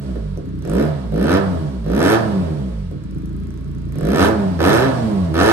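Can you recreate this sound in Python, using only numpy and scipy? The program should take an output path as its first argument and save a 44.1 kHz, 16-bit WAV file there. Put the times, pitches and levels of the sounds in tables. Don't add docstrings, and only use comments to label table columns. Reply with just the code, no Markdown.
import sys
import numpy as np
from scipy import signal
from scipy.fft import rfft, irfft
from scipy.io import wavfile
from scipy.ndimage import uniform_filter1d

SR = 44100
rng = np.random.default_rng(int(sys.argv[2]) if len(sys.argv) > 2 else 0)


def unload_audio(sound):
    columns = np.transpose(np.atleast_2d(sound))
    steps = np.round(np.clip(columns, -1, 1) * 32767)
    wavfile.write(sys.argv[1], SR, steps.astype(np.int16))


N = 243431
T = np.arange(N) / SR

# opens/s, full/s, eases/s, shuts/s, charge/dB (at opening, full, shutting),
# spit/dB (at the same three moments), boost of the second tone afterwards/dB
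BLIPS = [(0.613, .78, 0.82, 0.92, -39, -11, -29.5, -48.5, -43.5, -62, 2.5),
         (1.115, 1.3, 1.356, 1.41, -29.5, -5.5, -17.5, -60.5, -38.5, -60, -1.5),
         (1.843, 2.056, 2.135, 2.235, -30, -3, -22, -61, -32, -64, 1.5),
         (3.92, 4.208, 4.25, 4.373, -40.5, -1.5, -39.5, -65.5, -32.5, -64, 3),
         (4.591, 4.646, 4.753, 4.893, -9.5, -2.5, -10, -55, -31, -52, 3.5),
         (5.334, 5.404, 5.5, 5.6, -13.5, -2, -3, -47, -33, -44, .1)]


def gain_of(db):
    return 10 ** (np.asarray(db) / 20)


def read(points, hz):
    f, value = np.transpose(points)
    return np.interp(np.log(hz + 1), np.log(f + 1), value)


def coloured(x, points):
    hz = abs(np.fft.fftfreq(8192, 1 / SR))
    log_gain = np.log(gain_of(np.maximum(read(points, hz), -100)))
    taps = np.fft.ifft(np.exp(np.conj(signal.hilbert(log_gain)))).real[:4096]
    return signal.oaconvolve(x, taps / np.linalg.norm(taps))[:N]


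def passed(x, hz, kind):
    return signal.sosfilt(signal.butter(4, hz, kind, fs=SR, output="sos"), x)


def speed():
    # t/s, stroke rate/Hz
    rates = [(0, 71.76), (.2, 54.72), (.332, 46.1), (.451, 31.54), (.605, 28.91), (.806, 71.99),
             (.871, 78.18), (.975, 69.78), (1.13, 49.73), (1.196, 59.17), (1.337, 93.66), (1.397, 101.5),
             (1.797, 57.57), (1.86, 49.95), (1.935, 62.35), (2.112, 108.9), (2.188, 118.0), (2.476, 81.38),
             (2.953, 35.2), (3.05, 27.1), (3.2, 27.1), (3.45, 28.7), (3.941, 28.8), (4.084, 58.96),
             (4.236, 99.79), (4.301, 112.67), (4.607, 79.77), (4.762, 118.12), (4.858, 136.18),
             (5.31, 79.19), (5.366, 81.5), (5.461, 109.14), (5.52, 117.33)]
    return np.interp(T, *np.transpose(rates))


def lively(idle_hz=29, per_octave=.62):
    return np.clip(per_octave * np.log2(speed() / idle_hz), 0, 1)


def crank():
    hz = speed()
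    count = .865 + np.cumsum(hz) / SR
    strokes = np.diff(np.floor(count), prepend=0) * np.sqrt(SR / hz)
    return count, strokes


def charge(rise_bend=.57, fall_bend=1.1):
    out = np.full((2, N), -200.)
    for opens, full, eases, shuts, *levels_db, _ in BLIPS:
        rise = np.clip((T - opens) / (full - opens), 0, 1) ** rise_bend
        fall = np.clip((T - eases) / (shuts - eases), 0, 1) ** fall_bend
        rows_db = [np.interp(rise + fall, [0, 1, 2], part) for part in (levels_db[:3], levels_db[3:])]
        out = np.where((T > opens) & (T <= shuts), rows_db, out)
    return out


def flow(sound, fade_db_per_s=144):
    # floor/dB, level at 80 Hz/dB, rise/dB per octave of speed,
    # level at full charge/dB, rise/dB per dB of charge
    flows = [(-28, -26.5, 5, -18, 2), (-48.5, -41.5, 12.5, -30, 0.4), (-69, -55.5, 11.5, -32, 4)]
    floor_db, base_db, octave_db, full_db, slope = flows[["throb", "rush", "hiss"].index(sound)]
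    fade_db = fade_db_per_s * T
    lingering_db = np.maximum.accumulate(charge()[0] + fade_db) - fade_db
    speed_db = base_db + octave_db * np.log2(speed() / 80)
    parts_db = [np.full(N, floor_db), speed_db, full_db + slope * lingering_db]
    return np.linalg.norm(gain_of(parts_db), axis=0)


def waver(depth_db):
    drift = uniform_filter1d(uniform_filter1d(rng.standard_normal((3, N)), size=1500), size=1500)
    return gain_of(depth_db * (drift[0] + .78 * drift[1:]) / drift.std())


def pipe_tone(count, multiple, empty_db=-40):
    # level/dB, extra at full charge/dB, change/dB per octave of speed from 80 Hz
    tones = [(-2.5, 3, -5.5), (-5, -2, 0.5), (-14.5, 17, -3.7), (-15, 8, -2.5)]
    # f/Hz, level/dB
    carry = [(25, -53), (45, -24.5), (57, -23.5), (70, -27.5), (84, -22), (100, -27), (128, -29),
             (152, -15.5), (172, -20), (192, -13), (212, -17), (226, -18), (243, -26.5), (266, -20),
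             (292, -25), (328, -18), (360, -38), (395, -12.5), (440, -15), (520, -21)]
    base_db, loaded_db, octave_db = tones[multiple - 1]
    level_db = read(carry, multiple * speed()) + base_db + octave_db * np.log2(speed() / 80)
    load = np.clip(1 - charge()[0] / empty_db, 0, 1)
    blips_done = np.searchsorted([row[3] for row in BLIPS], T)
    boost_db = np.array([0] + [row[-1] for row in BLIPS])[blips_done]
    coasting_db = boost_db * lively() * (load == 0) * (multiple == 2)
    level_db += uniform_filter1d(loaded_db * load + coasting_db, size=2000)
    wave = np.sin(2 * np.pi * multiple * count + multiple ** 2)
    return gain_of(level_db) * waver(depth_db=.4 + 1.3 * lively()) * wave


def uneven(strokes, spread_db):
    return strokes * gain_of(spread_db * np.clip(rng.standard_normal(N), -2, 2))


def puffs(strokes, rise_s, fall_s):
    t = T[:2000]
    shape = (1 - np.exp(-t / rise_s)) * np.exp(-t / fall_s)
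    return signal.oaconvolve(strokes, shape / np.linalg.norm(shape))[:N] * rng.standard_normal(N)


def garage_ring(x, build_s):
    # f/Hz, width/Hz
    notes = [(57, 11), (84, 13), (115, 15), (148, 9), (167, 9), (193, 10), (226, 8), (266, 7), (303, 10),
             (328, 8), (395, 7), (430, 9), (486, 8), (547, 10), (625, 11), (693, 12)]
    # left/dB, right/dB, right phase/rad
    reach = [(13, 15, 0.23), (2.5, -2.5, 0.33), (-5.5, -8.5, -0.5), (-1.5, 3.5, 0.83), (3.5, -4.5, 0.73),
             (7, 2.5, 1), (4.5, -0.5, -1.55), (4.5, 1.5, 0.87), (-1, -5, 0.33), (1.5, -0.5, 0.77),
             (2.5, 0.5, 0.75), (2.5, -1, 1.7), (-5.5, 1.5, 1.44), (-17, -1, -0.7), (-1.5, -14.5, 2),
             (-11, -6.5, -1.3)]
    t, ring = T[:SR // 2], np.zeros((2, SR // 2))
    for k, ((hz, width), (left_db, right_db, phase)) in enumerate(zip(notes, reach)):
        swing = np.sin(2 * np.pi * hz * t + np.array([[0], [phase]]))
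        fade = width * np.exp(-np.pi * width * t)
        ring += (-1) ** k * gain_of([[left_db], [right_db]]) * fade * swing
    ring *= 1 - np.exp(-t / build_s)
    return signal.oaconvolve(x[None], ring / np.linalg.norm(ring[0]), axes=1)[:, :N]


def throb(strokes, dull_hz=354.5, thin_hz=72.3):
    # f/Hz, level/dB
    colour = [(40, -40), (80, -2), (140, 2.5), (220, -7.5), (330, -5), (420, -8.5), (520, -14.5),
              (800, -74)]
    thumps = uneven(strokes, spread_db=2.5)
    swirl = (1 - .25 * lively()) * gain_of(-5) * puffs(strokes, rise_s=.004, fall_s=.015)
    pulses = coloured(gain_of(-14) * flow("throb") * (thumps + swirl), colour)
    slow = (1 - lively()) * passed(pulses, dull_hz, "low")
    fast = lively() * passed(pulses, thin_hz, "high")
    return garage_ring(slow + fast, build_s=.003)


def walls(x, echo_db, right_lead_samples=5):
    # f/Hz, time to fade by 60 dB/s
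    fade_times = [(300, 0.45), (1000, 0.66), (3000, 0.25), (8000, 0.21), (14000, 0.04)]
    echoes = np.zeros((2, SR // 2))
    arrivals = np.arange(80, SR // 2 - 20, 20)
    arrivals = arrivals + rng.integers(0, 20, (2, len(arrivals)))
    np.put_along_axis(echoes, arrivals, rng.choice([-1., 1.], arrivals.shape), 1)
    hz, t, bands = signal.stft(echoes, SR, nperseg=256)
    fade = gain_of(-60 * t / read(fade_times, hz)[:, None])
    room = signal.istft(bands * fade, SR, nperseg=256)[1]
    room *= gain_of(echo_db) / np.linalg.norm(room[0])
    room[[0, 1], [right_lead_samples, 0]] += 1
    return signal.oaconvolve(x[None], room / np.linalg.norm(room[0]), axes=1)[:, :N]


def rush(thin_hz=733, idle_body=.42):
    # f/Hz, level/dB
    colour = [(300, -41), (520, 8), (800, -1), (1200, -8), (2500, -17), (5000, -21), (6500, -48)]
    gas = coloured(flow("rush") * rng.standard_normal(N), colour)
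    body = np.maximum(lively(), idle_body)
    return walls(body * gas + (1 - body) * passed(gas, thin_hz, "high"), echo_db=5)


def hiss():
    # f/Hz, level/dB
    colour = [(1800, 1.5), (3000, 11.5), (5800, 7.5), (6900, 4), (9000, 8), (10200, -0.5), (11200, 6),
              (12600, -7.5), (13300, -43), (15500, -51)]
    gas = gain_of(3) * flow("hiss") * rng.standard_normal(N)
    return walls(coloured(gas, colour), echo_db=.5)


def firings(strokes, sound):
    # level at full charge/dB, rise/dB per dB of charge
    burn = [(-13.5, 1.4545), (-18, .5)]
    # bark/dB, spit/dB, boom/dB
    idle_db = [-64.5, -61.5, -69]
    # start/s, end/s
    idle_spells = [(.44, .612), (3.09, 3.948)]
    # start/s, end/s
    misfire = (.51, .54)
    # t/s, bark/dB, spit/dB, boom/dB
    pops = [(0.157, -48, -77, -33), (0.374, -66, -55, -32.5), (1.123, -52, -79, -29.5),
            (2.913, -62, -58, -38.5), (3.038, -62, -56, -69)]
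    column = ["bark", "spit", "boom"].index(sound)
    charge_db, spit_db = charge()
    bark_db, boom_db = (full_db + slope * charge_db for full_db, slope in burn)
    boom_db += .92 * np.minimum(charge_db + 23, 0)
    revving = gain_of([bark_db, spit_db, boom_db][column])
    idling = sum((T > start) & (T < end) for start, end in idle_spells)
    idling *= (T < misfire[0]) | (T > misfire[1])
    clicks = strokes * (revving + idling * gain_of(idle_db[column]))
    for at_s, *levels_db in pops:
        clicks[round(at_s * SR)] += gain_of(levels_db[column]) * np.sqrt(SR / 40)
    return clicks


def boom(strokes):
    # f/Hz, level/dB
    colour = [(120, -29.5), (250, 1.5), (400, 4.5), (520, 2.5), (700, -1.5), (1100, -41)]
    kicks = coloured(uneven(firings(strokes, "boom"), spread_db=1.6), colour)
    return gain_of(-5) * (walls(kicks, echo_db=-5) + garage_ring(kicks, build_s=.002))


def bark(strokes):
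    # delay/s, factor
    paths = [(0, 1), (.0023, .55), (.0037, -.45)]
    # f/Hz, level/dB
    colour = [(250, -19.5), (450, -14), (700, 1), (790, -3.5), (860, -8.5), (1250, -5), (1450, -4.5),
              (1650, -4), (1950, -15.5), (3100, -18.5), (6000, -26.5), (8000, -89.5)]
    fired = uneven(firings(strokes, "bark"), spread_db=1.5)
    jumps = sum(factor * np.roll(fired, round(delay * SR)) for delay, factor in paths)
    blast = jumps + gain_of(-5) * puffs(fired, rise_s=.001, fall_s=.002)
    return walls(gain_of(-3.5) * coloured(blast, colour), echo_db=-4.5)


def spit(strokes):
    # f/Hz, level/dB
    colour = [(2500, 3), (4500, -27), (5600, 2), (7100, -3.5), (8800, 1), (10200, -2), (11500, 5.5),
              (12800, -13), (13500, -39), (15500, -31)]
    fired = uneven(firings(strokes, "spit"), spread_db=2.6)
    bursts = puffs(fired, rise_s=.0005, fall_s=.0007)
    return walls(gain_of(-1.2) * coloured(bursts, colour), echo_db=-6)


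def scene():
    count, strokes = crank()
    tones = sum(pipe_tone(count, multiple) for multiple in range(1, 5))
    return tones + throb(strokes) + boom(strokes) + bark(strokes) + rush() + spit(strokes) + hiss()


def record(dry, bass_cut_hz=46, treble_cut_hz=15800, ceiling=1.3):
    # f/Hz, left minus right/dB
    balance = [(60, -2.5), (98, -3.5), (160, -1.5), (260, -2), (420, -3), (680, -3.5), (1110, -6),
               (1800, -2.5), (2930, -4), (4760, -8), (7740, -3.5), (12600, 1.5)]
    # f/Hz, phase/rad
    right_lead = [(60, .15), (400, .3), (1000, .1), (8900, .1), (10600, 2.1), (12700, 4.4)]
    hz = np.fft.rfftfreq(N, 1 / SR)
    gains = gain_of(np.outer([.5, -.5], read(balance, hz)))
    shifts = np.exp(1j * np.outer([-.5, .5], read(right_lead, hz)))
    heard = irfft(rfft(dry) * gains * shifts, N)
    trimmed = signal.sosfilt(signal.butter(7, bass_cut_hz, "high", fs=SR, output="sos"), heard)
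    rounded = ceiling * np.tanh(trimmed / ceiling)
    treble_cut = signal.firwin(511, treble_cut_hz, window=("kaiser", 9), fs=SR)
    return signal.oaconvolve(rounded, treble_cut[None], "same")


dry = scene()
out = record(dry)
unload_audio(out)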